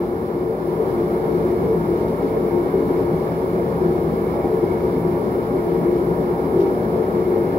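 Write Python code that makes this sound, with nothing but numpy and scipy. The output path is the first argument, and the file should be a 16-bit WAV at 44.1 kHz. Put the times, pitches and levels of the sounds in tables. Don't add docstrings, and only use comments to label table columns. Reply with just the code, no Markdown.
import sys
import numpy as np
from scipy.fft import rfft, irfft, next_fast_len
from scipy.io import wavfile
from scipy.ndimage import uniform_filter1d, map_coordinates

SR = 44100
rng = np.random.default_rng(int(sys.argv[2]) if len(sys.argv) > 2 else 0)


def to_wav(sig):
    pcm = np.clip(np.atleast_2d(sig), -1, 1) * 32767
    pcm = np.round(pcm).astype(np.int16)
    wavfile.write(sys.argv[1], SR, pcm.T)


N = 334485

DRONES = {"low": [(167.3, 10.4, -33)], "hollow": [(275.2, 23.3, -34.5)], "main": [(350.7, 10.7, -27)],
          "twin": [(376.1, 9.9, -29), (386.7, 19, -33.5)], "upper": [(442.7, 13.3, -28)]}
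FLUTTER_DB = {"low": 2, "hollow": 1.7, "main": 1.8, "twin": 2, "upper": 1.3}
# (centre_s, drone name, level_db against its usual level, length_s)
SWELLS = [(0.046, "main", 6, 0.11), (0.428, "main", 7, 0.052), (0.813, "upper", 6.5, 0.067),
          (0.503, "upper", 9.5, 0.082), (0.563, "main", -6, 0.098), (0.633, "upper", -7, 0.11),
          (1.03, "main", 10, 0.055), (1.27, "main", -18, 0.13), (1.282, "upper", 6.5, 0.16),
          (1.34, "hollow", 6, 0.071), (1.37, "low", 7, 0.078), (1.474, "main", 4, 0.66),
          (1.52, "upper", 4, .08), (1.728, "upper", 10.5, 0.11), (1.787, "low", 6, 0.12),
          (1.84, "upper", -10, 0.11), (1.923, "main", 9, 0.053), (2.138, "main", -9, 0.089),
          (2.248, "hollow", 7.5, 0.14), (2.37, "upper", 11, 0.061), (2.565, "main", 8, 0.11),
          (2.764, "twin", 5.5, 0.11), (2.89, "hollow", 7.5, 0.35), (2.945, "upper", 3.5, 0.24),
          (2.97, "twin", 7.5, 0.12), (3.11, "main", 8.5, 0.069), (3.142, "low", 9.5, 0.076),
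          (3.28, "main", -6, 0.16), (3.326, "twin", -3.5, 0.099), (3.325, "upper", -15, 0.064),
          (3.454, "main", -7, 0.11), (3.61, "main", 6, .09), (3.715, "main", -11, 0.14),
          (3.72, "twin", -7, .12), (3.84, "low", 7.5, 0.21), (3.903, "twin", 6, 0.14),
          (3.96, "main", 9, 0.12), (4.115, "low", 6, .12), (4.195, "main", -2.5, 0.28),
          (4.315, "upper", -14, 0.063), (4.563, "upper", 7, 0.11), (4.636, "twin", 3, .08),
          (4.685, "main", 6, 0.099), (4.82, "twin", 6.5, 0.058), (4.72, "low", -2, .14),
          (4.96, "hollow", 6.5, 0.12), (5.082, "main", 6.5, 0.091), (5.099, "low", 11, 0.091),
          (5.336, "low", -9, 0.2), (5.455, "twin", -12, 0.07), (5.49, "main", -7, 0.088),
          (5.53, "hollow", 6, 0.092), (5.667, "main", 9, 0.065), (5.793, "low", 6.5, 0.18),
          (5.827, "hollow", 9.5, 0.082), (5.926, "main", 7.5, 0.21), (6.114, "low", 8.5, 0.11),
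          (6.455, "hollow", 6.5, 0.072), (6.59, "main", 7.5, 0.16), (6.634, "twin", 9, 0.17),
          (6.693, "hollow", 5.5, 0.083), (6.71, "low", -9, 0.094), (6.974, "upper", 9, 0.093),
          (7.312, "twin", 7, 0.09), (7.39, "main", 4, 0.13), (7.40, "upper", 5, 0.065),
          (7.527, "hollow", 6, 0.095)]
FLUTTER_RATE = 11
WANDER_SHARE, WANDER_RATE = 0.00403, 9
STEADY_S = 0.095


def drone(name):
    t = np.arange(N) / SR
    ringing_noise = turbulence(lambda hz: ringing(DRONES[name], hz))
    voice = steadied(ringing_noise, seconds=STEADY_S)

    warped_s = t + np.cumsum(WANDER_SHARE * wobble(WANDER_RATE)) / SR
    voice = np.array([np.interp(warped_s, t, side) for side in voice])

    level_db = FLUTTER_DB[name] * wobble(FLUTTER_RATE)
    for centre_s, which, swell_db, length_s in SWELLS:
        if which == name:
            level_db = level_db + (swell_db - level_db) * bell(centre_s, length_s)
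    return amp(level_db) * voice


# (pitch_hz, width_hz, rms level_db before later gains)
RESONANCES = [(72, 6.8, -42.5), (95.2, 7.8, -41.5), (132.8, 27, -38), (185, 10, -38), (207, 14, -35.5),
              (230, 19.6, -35.5), (308.2, 4.8, -39), (413, 9.9, -39), (479.2, 19.7, -35.5),
              (502, 17, -41.5), (549, 16, -38), (590.6, 9.6, -39), (624, 16, -44), (647.5, 18, -46.5),
              (677, 17, -44.5), (710.5, 31, -44), (750, 13, -49), (786.4, 16, -46), (802, 13, -46.5),
              (815, 9, -45), (870, 15, -48), (918.3, 14, -43), (945.4, 12, -48), (995.4, 23, -45.5),
              (1050, 10, -52), (1090, 15, -50.5), (1147, 12, -48.5), (1200, 7.4, -58.5), (1300, 100, -45.5),
              (1680, 120, -54)]
# (pitch_hz, level_db per Hz)
FLAME = [(15, -88.5), (30, -80.5), (50, -68), (110, -80), (180, -68), (310, -65), (450, -54.5),
         (650, -61.5), (1060, -67), (1550, -69.5), (1850, -79.5), (2400, -85), (2700, -89), (4000, -110),
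         (8000, -130)]
# (time_s, gain_db)
RUMBLE = [(.15, 1), (.62, -5), (1.1, -2.5), (1.75, 2), (2.3, -2), (4.5, 1.5), (5.15, 1.5), (5.6, -1.5),
          (7.58, -.5)]
RUMBLE_HZ = 130


def roar():
    resonant = turbulence(lambda hz: ringing(RESONANCES, hz))
    broad = turbulence(lambda hz: amp(along(FLAME, hz)) * room_ripple(hz, spacing_hz=7, depth_db=2))
    resonant_gain = amp(0.4 * wobble(22))
    broad_gain = amp(0.77 * wobble(30) - 0.92)
    burning = resonant_gain * resonant + broad_gain * broad
    deep = filtered(burning, lambda hz: below(RUMBLE_HZ, hz))
    return burning - deep + amp(curve(RUMBLE)) * deep


# (turn_s, dip_db, swell_db)
ROAR_DIPS = [(0.345, -4, 1.5), (0.58, -2.5, 2), (1.883, -3.5, 1.5), (2.19, -5, 1), (2.525, -4, 3),
             (2.732, -3.5, 3), (4.437, -4, 4.5), (4.625, -4, 4), (4.806, -4, 3.5), (6.182, -3, 2)]
DIP_S, SWELL_S = 0.029, 0.029
LOW_ROAR_HZ = 600


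def dip_and_swell():
    gain_db = np.zeros(N)
    for turn_s, dip_db, swell_db in ROAR_DIPS:
        gain_db += dip_db * bell(turn_s - DIP_S / 2, DIP_S)
        gain_db += swell_db * bell(turn_s + SWELL_S / 2, SWELL_S)
    return amp(gain_db)


# (pitch_hz, level_db per Hz)
JET = [(1500, -110), (2800, -87.5), (3500, -89.5), (4500, -89.5), (5450, -91), (5850, -97.5), (6400, -99),
       (7100, -96.5), (7700, -100), (8850, -101), (9300, -93.5), (10300, -92.5), (11100, -88.5),
       (11900, -89.5), (12550, -95.5), (13600, -88), (14700, -95), (15600, -89.5)]
AIR_HZ = 8000


def jet():
    hiss = turbulence(lambda hz: amp(along(JET, hz)) * room_ripple(hz, spacing_hz=12, depth_db=1.9))
    low = filtered(hiss, lambda hz: below(AIR_HZ, hz))
    airy = hiss - low
    low_gain = amp(0.6 * wobble(18) - 0.75)
    airy_gain = amp(0.45 * wobble(26) - 0.34)
    return low_gain * low + airy_gain * airy


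# (time_s, rms level_db)
WHISTLE = [(0, -56), (1.4, -52.5), (2.9, -53), (4.05, -54), (4.22, -48), (4.45, -53), (4.72, -51.5),
           (4.85, -53), (6.9, -54), (7.58, -51.5)]
WHISTLE_HZ, WHISTLE_WIDTH_HZ = 2196, 136
FLICKER_DB, FLICKER_RATE = 1.1, 22


def whistle():
    tube = turbulence(lambda hz: ringing([(WHISTLE_HZ, WHISTLE_WIDTH_HZ, 0)], hz))
    return amp(curve(WHISTLE) + FLICKER_DB * wobble(FLICKER_RATE)) * tube


# (pitch_hz, rms level_db before wobble and overall gain)
HUM = [(38, -61.5), (58.3, -44.5), (120, -44)]


def hum():
    t = np.arange(N) / SR
    tones = np.zeros(N)
    for pitch_hz, level_db in HUM:
        gain = amp(level_db + 2.1 * wobble(5))
        tones += gain * np.sin(2 * np.pi * pitch_hz * t + 0.26 * wobble(3.4))
    return filtered(np.sqrt(2) * tones, microphones)


# (start_s, level_db before the quick rise and fade, fading_s)
SCRAPES = [(2.08, -51, .025), (2.225, -52, .022), (6.601, -47.5, .034), (6.662, -57, .045)]
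# (pitch_hz, level_db)
SCRAPE_COLOUR = [(1500, -20), (2700, 4), (5700, 2), (6700, -12), (12000, -30)]
GRIT_DB = 1


def scrape():
    t = np.arange(N) / SR
    rasp = filtered(rng.standard_normal((2, N)), lambda hz: amp(along(SCRAPE_COLOUR, hz)))
    strokes = np.zeros(N)
    for start_s, level_db, fading_s in SCRAPES:
        age_s = np.maximum(t - start_s, 0)
        strokes += amp(level_db) * (1 - np.exp(-age_s / .002)) * np.exp(-age_s / fading_s)
    grit = amp(GRIT_DB * wobble(300))
    return strokes * grit * rasp / rasp.std()


RISE_AT_S, RISE_S, BEFORE_DB, HELD_DB = 0.73, 0.37, -2, 0.71


def strength():
    progress = np.clip((np.arange(N) / SR - RISE_AT_S) / RISE_S + .5, 0, 1)
    smooth = np.sin(np.pi / 2 * progress) ** 2
    return amp(BEFORE_DB + (HELD_DB - BEFORE_DB) * smooth)


# (pitch_hz, coherence from 0 to 1)
ALIKE = [(100, .98), (200, 0.99), (240, 0.89), (350, .97), (600, 0.86), (700, 0.77), (950, 0.72),
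         (1050, 0.4), (1190, 0.63), (1270, 0.8), (1480, 0.89), (1670, 0.84), (1760, .22), (1900, 0.8),
         (2190, 0.83), (2350, 0.5), (2530, 0.5), (2850, 0.4), (3400, 0.25), (12000, 0)]


def turbulence(colour):
    size = next_fast_len(N + 8192)
    hz = np.fft.rfftfreq(size, 1 / SR)
    white = rfft(rng.standard_normal((2, size))) * np.sqrt(SR / 2)
    turn = np.arccos(np.clip(along(ALIKE, hz), -1, 1)) / 2
    shares = np.array([np.cos(turn), np.sin(turn)])
    common, apart = white * colour(hz) * shares
    sides = np.array([common + apart, common - apart])
    return irfft(sides * microphones(hz), size)[:, :N]


# (pitch_hz, left minus right in dB)
BALANCE = [(60, 1), (170, 1.7), (300, 3), (590, 3.5), (670, -3), (750, -1), (870, -6), (1020, -4.5),
           (1270, 1), (1520, 0), (1790, -7), (1910, 0.5), (2180, 1.5), (2420, -5), (3000, 1), (4400, -6),
           (5400, -4), (6500, -1.5), (8400, 3.5), (9500, -1), (11400, -7), (13000, 0), (14200, 2),
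           (15500, 5)]
# (pitch_hz, phase in radians)
LEAD = [(850, 0), (980, 0.5), (1060, 1.5), (1290, 3), (1700, 3), (1810, 0.2), (2200, 0), (2480, -1.5),
        (2600, -3.5), (3200, -2.5), (3700, -7.5), (4400, -9)]


def microphones(hz):
    tilt = amp(along(BALANCE, hz) / 2) * np.exp(1j * along(LEAD, hz) / 2)
    pair = np.array([tilt, 1 / tilt])
    return pair / np.sqrt(np.mean(np.abs(pair) ** 2, axis=0))


def ringing(modes, hz):
    power = 0
    for centre_hz, width_hz, level_db in modes:
        offset = np.pi / 2 * (hz - centre_hz) / width_hz
        power = power + amp(level_db) ** 2 / width_hz / (1 + offset ** 2) ** 2
    return np.sqrt(power)


def room_ripple(hz, spacing_hz, depth_db):
    knots = rng.standard_normal(size=8192)
    return amp(depth_db * map_coordinates(knots, [hz / spacing_hz], mode="wrap"))


def steadied(x, seconds):
    power = np.mean(x ** 2, axis=0)
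    span = max(int(seconds * SR), 1)
    local = np.abs(uniform_filter1d(uniform_filter1d(power, span), span))
    return x * np.sqrt(power.mean() / (local + 1e-12))


def filtered(x, response):
    size = next_fast_len(N + SR // 2)
    return irfft(rfft(x, size) * response(np.fft.rfftfreq(size, 1 / SR)), size)[..., :N]


def below(edge_hz, hz):
    return 1 / (1 + (hz / edge_hz) ** 8)


def amp(db):
    return 10 ** (np.asarray(db) / 20)


def along(points, hz):
    f, v = np.transpose(points)
    return np.interp(np.log(hz + 1), np.log(f), v)


def curve(points):
    return np.interp(np.arange(N) / SR, *np.transpose(points))


def wobble(rate):
    knots = rng.standard_normal(int(N * rate / SR) + 4)
    return map_coordinates(knots, [np.arange(N) * rate / SR])


def bell(centre_s, length_s):
    return np.exp(-(2 * (np.arange(N) / SR - centre_s) / length_s) ** 2)


def scene():
    flame = sum(drone(name) for name in DRONES) + roar()
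    low_roar = filtered(flame, lambda hz: below(LOW_ROAR_HZ, hz))
    flame = flame - low_roar + dip_and_swell() * low_roar
    forge = flame + whistle() + jet() + hum()
    return strength() * forge + scrape()


TOP_HZ = 15780
FADE_S = .004


def record(dry):
    t = np.arange(N) / SR
    to_nearest_end_s = np.minimum(t, t[-1] - t)
    ends = np.sin(np.pi / 2 * np.minimum(to_nearest_end_s / FADE_S, 1)) ** 2
    return filtered(dry * ends, lambda hz: hz < TOP_HZ)


dry = scene()
out = record(dry)
to_wav(out)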